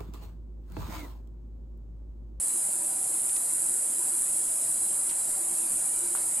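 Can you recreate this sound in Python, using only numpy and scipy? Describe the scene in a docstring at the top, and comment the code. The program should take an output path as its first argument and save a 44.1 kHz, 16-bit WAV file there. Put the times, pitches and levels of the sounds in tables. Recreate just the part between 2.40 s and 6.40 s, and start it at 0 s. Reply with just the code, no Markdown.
"""A forest filled with cicadas. Each insect buckles a drum that rings near 9 kHz: countless far ones
merge into a sizzle, five closer ones click in fast trains, and the nearest swells and fades.
Under them lie a hollow low hush, a wavering hum and the whistle of a far bird.
A few faint ticks pass, and one soft knock on the camera rings in quickly damped modes."""
import sys
import numpy as np
from scipy import signal
from scipy.fft import rfft, irfft
from scipy.io import wavfile
from scipy.ndimage import uniform_filter1d

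SR = 44100
rng = np.random.default_rng(int(sys.argv[2]) if len(sys.argv) > 2 else 0)


def store_wav(level_fs):
    """Save 16-bit WAV to argv[1]."""
    pcm = np.round(np.clip(np.atleast_2d(level_fs), -1, 1) * 32767)
    wavfile.write(sys.argv[1], SR, pcm.T.astype(np.int16))


N = 176400
T = np.arange(N) / SR

# Resonance of a cicada's drum. Each row: frequency in Hz, relative level in dB.
DRUM_SPECTRUM = [(4500, -55), (5900, -36), (6400, -23), (7000, -14), (7650, -6), (8300, -3.5), (9200, -0.5),
                 (10100, -2.5), (11000, -8.5), (12000, -17), (13000, -29.5), (14000, -64)]
RATE_WANDER = 0.0019  # rms fraction of an insect's click rate


def amp(db):
    """Amplitude ratio: tenfold for every 20 dB."""
    return 10 ** (np.asarray(db) / 20)


def unit(x):
    """Normalisation to rms 1."""
    return x / np.sqrt(np.mean(x ** 2) + 1e-20)


def envelope(points):
    """Gain over time, interpolated between (s, dB) points."""
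    return amp(np.interp(T, *np.transpose(points)))


def decay(t, t60):
    """Exponential damping: 60 dB in t60 seconds."""
    return np.exp(-np.log(1000) * t / t60)


def add(mix, start_s, sound):
    """Superposition of a sound on the mix."""
    part = mix[..., round(start_s * SR):][..., :sound.shape[-1]]
    part += sound[..., :part.shape[-1]]


def colour(x, spectrum, resonances=()):
    """Filtering by a spectral envelope with bell-shaped peaks and dips; rms 1."""
    hz = np.fft.rfftfreq(x.shape[-1], 1 / SR)
    points_hz, points_db = np.transpose(spectrum)
    gain_db = np.interp(np.log(hz + 1), np.log(points_hz), points_db)
    for centre, width, lift in resonances:
        gain_db += lift / (1 + (2 * (hz - centre) / width) ** 2)
    return unit(irfft(rfft(x) * amp(gain_db), x.shape[-1]))


def drift(top_hz):
    """Random fluctuation: low-pass noise of rms 1."""
    hz = np.fft.rfftfreq(N, 1 / SR)
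    low_pass = (hz > 0) * np.exp(-(hz / top_hz) ** 2)
    return unit(irfft(rfft(rng.standard_normal(N)) * low_pass, N))


def patchy_noise(depth_db, length_s, width_hz):
    """Modulated noise: small regions of time and pitch swell and fade independently; rms 1."""
    spectra = signal.stft(rng.standard_normal(N), nperseg=1024, noverlap=768)[2]
    frame_s, bin_hz = 256 / SR, SR / 1024
    patches = uniform_filter1d(rng.standard_normal(spectra.shape), round(length_s / frame_s), axis=1)
    patches = unit(uniform_filter1d(patches, round(width_hz / bin_hz), axis=0))
    return unit(signal.istft(spectra * amp(depth_db * patches), nperseg=1024, noverlap=768)[1][:N])


def ears(mid, side):
    """Sum and difference: left and right from their common and differing parts."""
    return np.array([mid + side, mid - side])


def hush():
    """Background air: broadband noise, made hollow by a few resonances."""
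    # Spectra. Each row: frequency in Hz, relative level in dB.
    mid_spectrum = [(25, 5.5), (50, -5), (100, 0.5), (170, 3.5), (290, 5), (415, 3), (480, 1), (700, 3),
                    (1100, -1.5), (1900, -4.5), (3550, -8), (3890, -9), (3990, 0), (4170, -4.5), (4350, -8),
                    (4800, -2), (5800, -4.5), (14000, -13)]
    side_spectrum = [(20, 5), (100, -6), (300, 1.5), (400, 4.5), (650, 8), (1400, 3), (2000, -2),
                     (3600, -10.5), (5200, -3.5), (14000, -3)]
    # Resonances and dips. Each row: centre in Hz, width in Hz, lift in dB.
    mid_hollows = [(248, 9.3, 2), (374, 34, -8.5), (676, 24, 2.5), (1390, 130, 2)]
    side_hollows = [(388, 50, -3), (535, 120, 9), (690, 80, -6), (826, 110, 6.5), (940, 93, 8.5)]
    # Slight swell. Each row: time in seconds, gain in dB.
    swell = [(0, 3), (1.5, 3), (2.8, 3.5), (3.4, 3.5), (4, 3.5)]
    patches = dict(depth_db=2.5, length_s=0.058, width_hz=130)
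    mid = amp(-51.5) * colour(patchy_noise(**patches), mid_spectrum, mid_hollows)
    side = amp(-52.5) * colour(patchy_noise(**patches), side_spectrum, side_hollows)
    return ears(mid, side) * envelope(swell)


def hum(waver_hz=6.04):
    """Narrow noise bands sound as tones; frequency and amplitude modulation make them waver and throb."""
    # Tones. Each row: frequency in Hz, blur in Hz, level before the swell in dB, throb in dB.
    tones = [(340.7, 18.6, -58.5, 4.5), (596, 24, -64, 1.5), (772.4, 31, -64, -1), (986, 30, -66, -1.5)]
    # Swell of the hum. Each row: time in seconds, gain in dB.
    swell = [(0, -11), (.25, 1), (.55, 3), (1.4, -1.5), (1.8, 1), (2.15, -1.5), (3.0, 3), (3.6, -0.5),
             (3.8, 4), (4, -7)]
    out = np.zeros(N)
    for hz, blur_hz, db, throb_db in tones:
        cycles = np.cumsum(hz + waver_hz * drift(top_hz=9.26)) / SR
        beating = drift(blur_hz) + 1j * drift(blur_hz)
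        throb = amp(throb_db * np.clip(drift(top_hz=10.4), -2, 1))
        out += amp(db) * unit((beating * np.exp(2j * np.pi * cycles)).real * throb)
    return out * envelope(swell)


def bird(settle_s=0.068, waver=0.0043, fading_db=4.5):
    """Far whistles: pure tones relax exponentially onto their pitch and fade in and out on their way."""
    # Each row: start and length in seconds, first and settled pitch in Hz, level before fading in dB.
    whistles = [(3.2, .24, 2600, 2415, -65), (3.41, .31, 2410, 2338, -63), (3.75, .25, 2180, 2185, -63),
                (3.94, .15, 2410, 2405, -60)]
    out = np.zeros(N)
    for start, length, first_hz, settled_hz, db in whistles:
        t = T[:int(length * SR)]
        hz = settled_hz + (first_hz - settled_hz) * np.exp(-t / settle_s)
        hz *= 1 + waver * drift(top_hz=40)[:len(t)]
        tone = np.sin(2 * np.pi * np.cumsum(hz) / SR)
        add(out, start, amp(db) * signal.windows.tukey(len(t), .3) * tone)
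    return out * amp(fading_db * drift(top_hz=25))


def burst(spectrum, db, t60, side_db=-7):
    """A transient of coloured noise with exponential decay."""
    t = T[:8192]
    mid, side = colour(rng.standard_normal((2, len(t))), spectrum)
    return ears(mid, amp(side_db) * side) * amp(db) * decay(t, t60)


def ticks(scuff_rise_s=.008):
    """Brief noise transients sound as dry ticks; a slower, duller one trails the last as a scuff."""
    # Ticks. Each row: start in seconds, level in dB, 60 dB decay time and rise time in seconds.
    events = [(.894, -42, .025, .001), (.963, -38.5, .035, .0005), (2.691, -39, .06, .005)]
    # Spectra. Each row: frequency in Hz, relative level in dB.
    tick_spectrum = [(500, -43), (2000, 18), (3500, 21.5), (6000, 23.5), (10000, -14), (14000, -14)]
    scuff_spectrum = [(500, -24), (1500, -6), (2600, 1), (4000, -11), (8000, -25)]
    out, t = np.zeros((2, N)), T[:8192]
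    for start, db, t60, rise in events:
        add(out, start, np.minimum(t / rise, 1) * burst(tick_spectrum, db, t60))
    add(out, 2.705, np.minimum(t / scuff_rise_s, 1) * burst(scuff_spectrum, db=-49, t60=0.2))
    return out


def knock(rise_s=0.0011):
    """An impact excites damped modes, with a short noisy tail and a soft bump after it."""
    # Modes. Each row: frequency in Hz, level in dB, 60 dB decay time in seconds.
    modes = [(332, -42, 0.057), (1110, -29, 0.012), (1326, -25.5, 0.012), (1440, -51, 0.093),
             (1810, -45, 0.0073)]
    # Spectra. Each row: frequency in Hz, relative level in dB.
    tail_spectrum = [(200, -29), (800, -16), (1400, -7), (2100, -12), (5000, -19)]
    bump_spectrum = [(100, -10), (350, 11), (650, 10), (1300, -16), (5000, -18)]
    out, t = np.zeros((2, N)), T[:8192]
    ring = sum(amp(db) * decay(t, t60) * np.sin(2 * np.pi * hz * t) for hz, db, t60 in modes)
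    tail = burst(tail_spectrum, db=-43.5, t60=0.31)
    add(out, 3.7503, np.minimum(t / rise_s, 1) * (ring + tail))
    add(out, 3.796, burst(bump_spectrum, db=-47, t60=.13))
    return out


def far_chorus(side_db=-9, flutter_db=0.36):
    """Countless drums add incoherently into noise, in which single pitches glint faintly."""
    # Swell of the chorus. Each row: time in seconds, level in dB.
    swell = [(0, -30), (.6, -29.5), (1.2, -29), (1.6, -29), (2.0, -28.5), (2.5, -28.5), (3.2, -29.5),
             (4, -30)]
    # Sound from all round differs between the ears, most in the top octave.
    # Each row: centre in Hz, width in Hz, lift in dB.
    diffuse_band = [(11800, 1200, 6)]
    mid = colour(patchy_noise(depth_db=3, length_s=0.18, width_hz=50), DRUM_SPECTRUM)
    side = colour(rng.standard_normal(N), DRUM_SPECTRUM, diffuse_band)
    flutter = amp(flutter_db * drift(top_hz=25.1))
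    return ears(mid, amp(side_db) * side) * envelope(swell) * flutter


def clicks(cycles, spread_db=2.7):
    """Buckling: one impulse of uneven strength whenever the cycle count passes a whole number."""
    impulses = np.diff(np.floor(cycles), prepend=np.floor(cycles[0]))
    return impulses * amp(spread_db * rng.standard_normal(N))


def cicada(train, scatter_db, scatter_s=0.0075):
    """Impulses ring the resonant drum; the sound arrives directly and scattered by leaves and trunks."""
    t = T[:2048]
    paths = rng.standard_normal((2, len(t))) * np.exp(-t / scatter_s)
    paths *= amp(scatter_db) / np.linalg.norm(paths[0])
    paths[:, 0] = 1  # direct path
    arrivals = signal.oaconvolve(train[None], paths, axes=1)[:, :N]
    return colour(arrivals, DRUM_SPECTRUM)


def neighbours(swell_db=2.6):
    """Nearly periodic click trains from closer insects, with equal direct and scattered energy."""
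    # Insects. Each row: clicks per second, mean level in dB.
    insects = [(88.2, -44), (131.7, -42.5), (121.5, -45), (176, -46), (214.5, -45)]
    out = np.zeros((2, N))
    for rate, db in insects:
        cycles = rng.random() + np.cumsum(rate * (1 + RATE_WANDER * drift(top_hz=2.1))) / SR
        out += amp(db + swell_db * drift(top_hz=5.9)) * cicada(clicks(cycles), scatter_db=0)
    return out


def nearest_cicada(muscle_hz=43.98, lag_cycles=.657):
    """The drum buckles twice in each muscle cycle; at close range the direct sound dominates."""
    # Swell of its song. Each row: time in seconds, level in dB.
    swell = [(0, -35.5), (.25, -37), (.5, -40), (.92, -39.5), (1.03, -35.5), (1.38, -34.5), (1.52, -39),
             (1.75, -36.5), (2.15, -44), (2.4, -53), (2.9, -50), (3.15, -36), (3.55, -38.5), (4, -39)]
    cycles = np.cumsum(muscle_hz * (1 + RATE_WANDER * drift(top_hz=3.5))) / SR
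    train = clicks(cycles) + clicks(cycles - lag_cycles)
    return envelope(swell) * cicada(train, scatter_db=-18)


def scene(lean_db=0.47):
    """Superposition of all sources, with the cicadas slightly louder on the right."""
    cicadas = far_chorus() + neighbours() + nearest_cicada()
    return cicadas * amp([[-lean_db], [lean_db]]) + hush() + hum() + ticks() + knock() + bird()


def record(dry, cutoff_hz=13700):
    """Band limiting: a steep low-pass filter removes the highest treble."""
    low_pass = signal.firwin(301, cutoff_hz, window=("kaiser", 9), fs=SR)
    return signal.oaconvolve(dry, low_pass[None], "same")


dry = scene()
out = record(dry)
store_wav(out)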